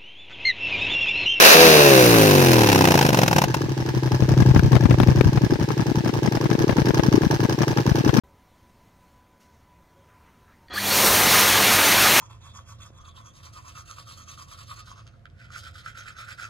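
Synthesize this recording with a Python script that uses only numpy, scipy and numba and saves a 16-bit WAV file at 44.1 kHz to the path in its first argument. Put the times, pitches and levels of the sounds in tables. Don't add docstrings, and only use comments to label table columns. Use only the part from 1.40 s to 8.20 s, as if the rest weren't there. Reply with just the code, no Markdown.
import sys
import numpy as np
from scipy import signal
from scipy.fft import rfft, irfft
from scipy.io import wavfile
from scipy.ndimage import uniform_filter1d
from numba import njit

SR = 44100
rng = np.random.default_rng(int(sys.argv[2]) if len(sys.argv) > 2 else 0)


def gain_from_db(level_db):
    decades = np.asarray(level_db, float) / 20
    return 10 ** decades


def dump(signal):
    limited = np.clip(np.atleast_2d(signal).T, -1, 1)
    pcm = np.round(limited * 32767).astype(np.int16)
    wavfile.write(sys.argv[1], SR, pcm)


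N = 299880
T = np.arange(N) / SR


def unit_rms(x):
    return x / np.sqrt(np.mean(x ** 2))


def even(x, span_s=.3):
    k = int(span_s * SR)
    power = uniform_filter1d(uniform_filter1d(x ** 2, k), k)
    return x / np.sqrt(power + 1e-12)


def curves(table):
    s, *columns = np.transpose(table)
    return [np.interp(T, s, c) for c in columns]


def late(x, ms):
    return np.interp(T - ms / 1000, T, x)


def noise(spectrum, channels=1):
    hz, db = np.transpose(spectrum)
    f = np.arange(N // 2 + 1) * SR / N + 1
    gain = gain_from_db(np.interp(np.log(f), np.log(hz), db, left=-90))
    return unit_rms(irfft(rfft(rng.standard_normal((channels, N))) * gain, N))


def butter(x, order, hz, kind):
    return signal.sosfilt(signal.butter(order, hz, kind, fs=SR, output="sos"), x)


@njit
def svf(x, hz, width):
    y, b, l = np.empty(len(x)), 0., 0.
    for i in range(len(x)):
        g = np.tan(np.pi * hz[i] / SR)
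        v = (b + g * (x[i] - l)) / (1 + g * (g + width[i] / hz[i]))
        b, l, y[i] = 2 * v - b, l + 2 * g * v, v
    return y


def band(x, hz, width):
    return svf(x, hz + 0 * T, width + 0 * T) * width / hz


def ring(push, modes, damping=1):
    return sum(gain_from_db(db) * w / hz * svf(push, hz + 0 * T, w * damping + 0 * T) for hz, w, db in modes)


def puff(since, start, rise, fall):
    age = np.maximum(since - start, 0)
    return (1 - np.exp(-age / rise)) * np.exp(-age / fall)


def eddy(age, hz, turn):
    return np.exp(-(age / 0.0029) ** 2) * np.cos(2 * np.pi * hz * age + turn)


# time in seconds, speed in engine cycles per second.
CRANK_SPEED = [(0.0, 65.821), (0.13, 79.35), (0.23, 83.201), (0.62, 62.653), (0.94, 48.027), (1.34, 33.475),
               (2.1, 15.491), (2.35, 11.691), (3.26, 11.654), (3.36, 11.188), (3.84, 11.692),
               (4.16, 11.038), (4.48, 11.23), (4.82, 10.734), (4.98, 11.214), (5.5, 11.295), (5.8, 10.781),
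               (6.8, 10.933)]


def crank():
    start_cycle, second_firing = .737, .371
    short_header_s = .0003
    held_back_s, held_speed, held_width = 0.00071, 53, 7.8
    speed = curves(CRANK_SPEED)[0]
    cycles = start_cycle + np.cumsum(speed) / SR
    marks = (np.arange(200)[:, None] + [0, second_firing]).ravel()
    fired_s = np.interp(marks, cycles, T) - np.tile([0, short_header_s], 200)
    second_speed = np.interp(fired_s, T, speed)[1::2]
    fired_s[1::2] += held_back_s * np.exp(-((second_speed - held_speed) / held_width) ** 2)
    lean_s = .0006 * np.exp(-((fired_s - 1.75) / .45) ** 2)
    snap_s = .0007 * (fired_s < .14)
    fired_s += (lean_s + snap_s) * rng.standard_normal(400)
    last = np.maximum(np.searchsorted(fired_s, T) - 1, 0)
    return speed, cycles, last, T - fired_s[last], cycles - marks[last]


# time in seconds, share of idle fuelling.
FUELLING = [
    (0, 0),
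    (2.05, 0),
    (2.07, 1),
    (2.135, 1),
    (2.14, 0),
    (2.157, 0),
    (2.165, 1),
    (6.8, 1),
]


def fuelling():
    return curves(FUELLING)[0]


# frequency in Hz, width in Hz, level in dB.
BOOM_MODES = [(127, 17.1, -10.5)]
IDLE_BARK_MODES = [(338.5, 31, 4.5), (411, 80, 0), (850, 120, -1.5)]
OVERRUN_BARK_MODES = [(345, 27, -1), (514, 39, 2), (840, 120, -11)]
SLOW_MODES = [(216, 39, 0)]
# frequency in Hz, width in Hz, level in dB.
KNOCK_MODES = [(690, 180, 1.5), (990, 120, 5), (1520, 220, 6), (2560, 120, -11), (3560, 330, -23)]


def pipe(speed, last, since_s, since_cycle, idle, linger):
    scatter_db = .7 + .3 * idle + 2 * (1 - idle) * np.clip((45 - speed) / 20, 0, 1)
    second_db = 0.5 * (2 - idle) * (last % 2)
    size = gain_from_db(scatter_db * rng.standard_normal(400)[last] + second_db)
    push = size * np.exp(-since_s / .0004) * since_s

    shut = np.clip((since_cycle - .27) / 0.06, 0, 1) * idle
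    boom_damping = 1 + 2.4 * (1 - idle) + 9 * shut * (1 - linger)
    boom = late(ring(push, BOOM_MODES, boom_damping), 2.5)
    boom = signal.sosfiltfilt(signal.butter(2, 75, "high", fs=SR, output="sos"), boom)

    hz = 500 * (speed / 72) ** 0.79
    pop = late(svf(svf(push, hz, .8 * hz), hz, .8 * hz), -.6 - 500 / hz)
    pop = pop + 0.1 * late(pop, 7.72)
    roar = noise([(45, 14), (110, -31.0), (200, 8.0), (400, 2), (600, -4.0), (1200, -37), (16000, -80)])[0]
    overrun = 0.41 * roar + even(pop) + 0.5 * even(late(ring(push, OVERRUN_BARK_MODES), -1.69))
    slow = np.clip((63 - speed) / 10, 0, 1) * np.clip((speed - 22) / 10, 0, 1)
    overrun = overrun + .5 * slow * even(ring(push, SLOW_MODES))
    knock = even(late(ring(np.diff(push, prepend=0), KNOCK_MODES), 1.45))
    overrun = overrun + .5 * (50 / speed) ** .6 * knock
    overrun = overrun - speed / 85 * band(overrun, 55, 90)

    soft = butter(push, 2, 650, "low")
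    idle_bark = even(late(ring(soft, IDLE_BARK_MODES, 1 + shut), -3.0))
    return even(boom), idle * idle_bark + (1 - idle) * even(overrun)


# frequency in Hz, spectral level in dB per Hz.
IDLE_HISS = [(410, 8), (700, -6), (863, 5.5), (946, 0), (1460, -11.5), (1680, 1), (1840, -17), (2430, -16),
             (3070, -14.5), (3640, -20), (5260, -14), (6400, -15.5), (7110, -32.5), (14600, -29),
             (16000, -37)]
OVERRUN_HISS = [(410, 0), (700, 0.5), (875, -7), (946, -4), (1330, -7), (1540, -5), (2080, -7.5),
                (2590, -4.5), (3370, -12), (5330, -10.5), (6650, -10), (7690, -20), (9600, -21),
                (15000, -25), (16000, -32)]
# frequency in Hz, width in Hz, level in dB.
END_CAP_MODES = [(844, 115, 14), (1510, 67, -1.5), (2540, 123, -3.5), (5250, 260, -4.5)]
RASP_MODES = [(880, 64, 13.5), (1270, 260, -26), (1680, 160, 2), (2640, 110, -35), (5090, 130, 1)]


def gas(speed, last, since_s, idle, boom, top_db):
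    size = gain_from_db(np.array([2.5, 3.0]) * rng.standard_normal((400, 2)))[last].T
    blow = size[0] * puff(since_s * np.sqrt(speed / 20), 0, 0.0035, 0.0068) ** 2
    burst = 0.067 + 0.86 * (speed / 45) ** 2.36 + 14 * late(blow, -1.54)
    tick = puff(since_s, np.where(last % 2, .0005, .004), .0015, .0035)
    outflow = np.maximum(-late(boom, 0.99), 0) ** 0.81
    flow = size[0] * outflow + 5.3 * size[1] * tick + 0.25
    envelope = idle * even(flow) + (1 - idle) * even(burst)

    colour = idle * noise(IDLE_HISS, channels=3) + (1 - idle) * noise(OVERRUN_HISS, channels=3)
    top = butter(colour, 4, 8000, "high")
    top_db = top_db + 8.5 + 5.1 * idle + 2.7 * (-1.5 - idle) * (speed / 60 - 2.2)
    colour = colour + top * (envelope ** -.25 * gain_from_db(top_db) - 1)
    song = unit_rms(ring(rng.standard_normal(N), END_CAP_MODES))
    colour = colour + 2.28 * (1 - speed / 90) ** 2.02 * (1 - idle) * song

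    patches = gain_from_db(5.0 * unit_rms(band(rng.standard_normal(N), 90, 150)))
    strokes = even(size[1] * patches * puff(since_s, 0.007, 0.011, 0.014))
    rasp = strokes * unit_rms(ring(rng.standard_normal(N), RASP_MODES))
    return envelope * colour[0] + 0.75 * idle * rasp, envelope * colour[1:]


# place in the engine cycle as a fraction, level in dB.
VALVE_TICKS = [
    (.09, -35),
    (0.199, 0),
    (.41, 2),
    (0.488, -9),
    (0.722, -2.5),
    (0.912, -3.5),
]
# frequency in Hz, width in Hz, level in dB.
HEAD_MODES = [(1606, 89, 8.5), (2685, 220, 4.5), (3900, 550, 2.5), (5030, 133, -26)]


def valves(cycles):
    ticks = sum(gain_from_db(db) * np.diff(np.floor(cycles - place), prepend=0) for place, db in VALVE_TICKS)
    return even(ring(ticks * gain_from_db(0.5 * rng.standard_normal(N)), HEAD_MODES))


# frequency in Hz, spectral level in dB per Hz.
CASING_HUM = [(24, -38.5), (40, -33), (124, 2.5), (237, -41), (320, 13), (646, -20), (873, -42), (1680, -8),
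              (2440, -12), (5180, -15.5), (16000, -40)]


def casing():
    return gain_from_db(-38) * noise(CASING_HUM, channels=2)


def buffet(last, since_s, deep):
    ragged = [(200, 15), (500, 8.5), (1000, -0.5), (2000, -6), (4000, -16.5), (16000, -44.0)]  # (Hz, dB)
    out = np.zeros((2, N))
    for port in out:
        arrive, size, hz, edge = rng.random((400, 4))[last].T
        age = since_s - .018 - 0.00804 * arrive
        thud = eddy(age, 125 + 90 * hz, 2.0 * (edge - .5)) + deep * eddy(.5 * age, 190, 0)
        rag = puff(age, -0.0029, 0.00067, 0.0055) * noise(ragged)[0]
        port += even(gain_from_db(19.2 * size) * (thud + 1.03 * edge * rag), span_s=0.14)
    return out


# time in seconds, peak in dB.
GAS_SLAPS = [
    (3.018, -29),
    (3.1936, -11),
    (3.3539, -12),
    (3.5113, -17),
    (3.6009, -9.5),
    (3.6326, -12),
    (3.81, -8),
]
# time in seconds, peak in dB, swirl frequency in Hz.
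STRONG_EDDIES = [(4.122, 2, 318), (4.157, -17, 230), (4.512, -1.5, 260), (4.692, 0, 236), (4.881, 0, 212),
                 (5.149, -5, 207), (5.204, -2, 305), (5.239, 1, 340), (5.49, 0, 340), (5.682, 2.5, 236),
                 (5.74, 5.5, 300), (5.776, 4.5, 330), (6.662, 1.5, 274), (6.746, -2.5, 260),
                 (6.777, -2, 228)]


def slaps():
    crack_colour = [(200, 20.0), (700, 5.0), (2500, -7.5), (6500, -21.5), (8000, -42), (10000, -24),
                    (16000, -34)]
    envelope = sum(gain_from_db(db) * puff(T, s, 0.00021, 0.0027) for s, db in GAS_SLAPS)
    cracks = 3.3 * envelope * noise(crack_colour)[0]
    return cracks + 0.61 * sum(gain_from_db(db) * eddy(T - s - .005, hz, 0) for s, db, hz in STRONG_EDDIES)


OVERRUN_LEVELS = [-16, -12, -25, -5.5]
RISE_PER_OCTAVE = [0.033, 6.3, 7.46, 2.8]
OPEN_THROTTLE_EXTRA = [-20.5, -8, 4, -1]
IDLE_LEVELS = [-24.5, -28.5, -39.5, -25]


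def exhaust_levels(speed, idle, near_db, axis):
    middle_speed, sizzle_speed = 42.9, 55.4
    throttle_shuts_s, shutting_s, hiss_settles_s = .13, .03, 0.22
    column = lambda v: np.array(v)[:, None]
    octaves = np.log2(speed / middle_speed)
    throttle = np.clip(1 - (T - throttle_shuts_s) / shutting_s, 0, 1)
    overrun = column(OVERRUN_LEVELS) + column(RISE_PER_OCTAVE) * octaves
    overrun = overrun + column(OPEN_THROTTLE_EXTRA) * throttle
    boom, bark, hiss, top = idle * column(IDLE_LEVELS) + (1 - idle) * overrun
    boom = boom - 6 * (1 - idle) * octaves ** 2 + 13.5 * axis + 0.39 * near_db
    top = top + 2 * np.exp(-(np.log2(speed / sizzle_speed) / 0.42) ** 2)
    hiss = hiss + 4.5 * np.exp(-np.maximum(T - throttle_shuts_s, 0) / hiss_settles_s)
    return boom, bark + near_db, hiss + 1.29 * near_db, top


# time in seconds, right port lag in ms, left minus right in dB,
# gust on the left port in dB, nearness to the mouth in dB.
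PHONE_PATH = [(0, 0.36, 0.7, -50, -2), (0.9, 0.36, 0, -26, -1.5), (1.3, 0.352, -0.5, -33, 0.5),
              (2.0, 0.33, -0.5, -29, 2.5), (2.3, 0.25, -0.5, -30, -1.5), (2.6, 0.2, 0.5, -25.5, 1),
              (3.0, 0.13, 2.5, -12, 3), (3.45, 0.14, 4, -10, 1), (3.9, 0.16, 1, -14, 1),
              (4.2, 0.22, 0, -19.5, 0.5), (4.6, 0.23, -1, -22, 1.5), (5.0, 0.22, 0, -18.5, 2.5),
              (5.7, 0.21, -1, -16.5, 5), (6.2, 0.22, 0.5, -22.5, 4), (6.5, 0.33, -1, -16.5, 4),
              (6.8, 0.37, 5, -16.5, 7)]
# time in seconds, change in dB.
ODD_BLOWDOWNS = [
    (0.06, 2.5),
    (0.18, -1),
    (1.592, -2.5),
    (1.69, 1.5),
    (1.712, -7),
    (1.775, -0.5),
    (1.865, -4),
    (1.885, -1.5),
    (1.913, -3.5),
    (2.212, 5.5),
]
GUST_LULLS = [2.94, 3.43, 4.31, 4.972, 5.152, 6.375]


def phone_path():
    lag_ms, pan_db, gust_db, near_db = curves(PHONE_PATH)
    near_db = near_db + sum(db * np.exp(-((T - s) / 0.013) ** 2) for s, db in ODD_BLOWDOWNS)
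    gust_db = gust_db + sum(-6.5 * np.exp(-((T - s) / 0.021) ** 2) for s in GUST_LULLS)
    return lag_ms, pan_db, gust_db, near_db


def at_ports(direct, scattered, lag_ms):
    low = band(direct, 450, 500)
    left = direct + 0.24 * band(direct, 340, 200)
    right = late(direct - low, lag_ms) + late(low, 0.62 * lag_ms)
    return np.array([left, right]) + 0.78 * scattered


def scene():
    off_axis_lag_ms, on_axis_lag_ms = 0.22, 0.097
    leaves_jet_s, leaving_s = 3.88, 0.28
    shelter_db = -9
    speed, cycles, last, since_s, since_cycle = crank()
    idle = fuelling()
    lag_ms, pan_db, gust_db, near_db = phone_path()
    axis = np.clip((off_axis_lag_ms - lag_ms) / (off_axis_lag_ms - on_axis_lag_ms), 0, 1)
    linger = np.clip(1 - (T - leaves_jet_s) / leaving_s, 0.03, 1)

    boom_db, bark_db, hiss_db, top_db = exhaust_levels(speed, idle, near_db, axis)
    boom, bark = pipe(speed, last, since_s, since_cycle, idle, linger)
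    hiss, scattered = gas(speed, last, since_s, idle, boom, top_db)
    hiss = 0.61 * hiss + 1.16 * (speed / 80) ** 0.79 * valves(cycles)
    direct = gain_from_db(boom_db) * boom + gain_from_db(bark_db - 3.0) * bark + gain_from_db(hiss_db) * hiss
    scattered = gain_from_db(hiss_db + 8.5) * butter(scattered, 1, 830, "high")
    ports = at_ports(direct, scattered, lag_ms) * gain_from_db(np.array([pan_db, -pan_db]) / 2)

    gusts = gain_from_db(np.array([gust_db, gust_db + shelter_db])) * buffet(last, since_s, 0.62 * linger)
    gusts = gusts + 0.21 * gusts[0] * [[0], [1]] * gain_from_db(shelter_db)
    return ports + gusts + slaps() * [[1], [.15]] + casing()


def top_cut(x):
    return signal.sosfilt(signal.butter(12, 16220, fs=SR, output="sos"), x)


def record(dry):
    x = butter(dry, 3, 48, "high")
    x = x / (1 + (x / 1.35) ** 4) ** .25
    x = signal.sosfilt(signal.ellip(8, .2, 60, 16080, fs=SR, output="sos"), x)
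    return top_cut(np.clip(x, -1, 1))


dry = scene()
out = record(dry)
dump(out)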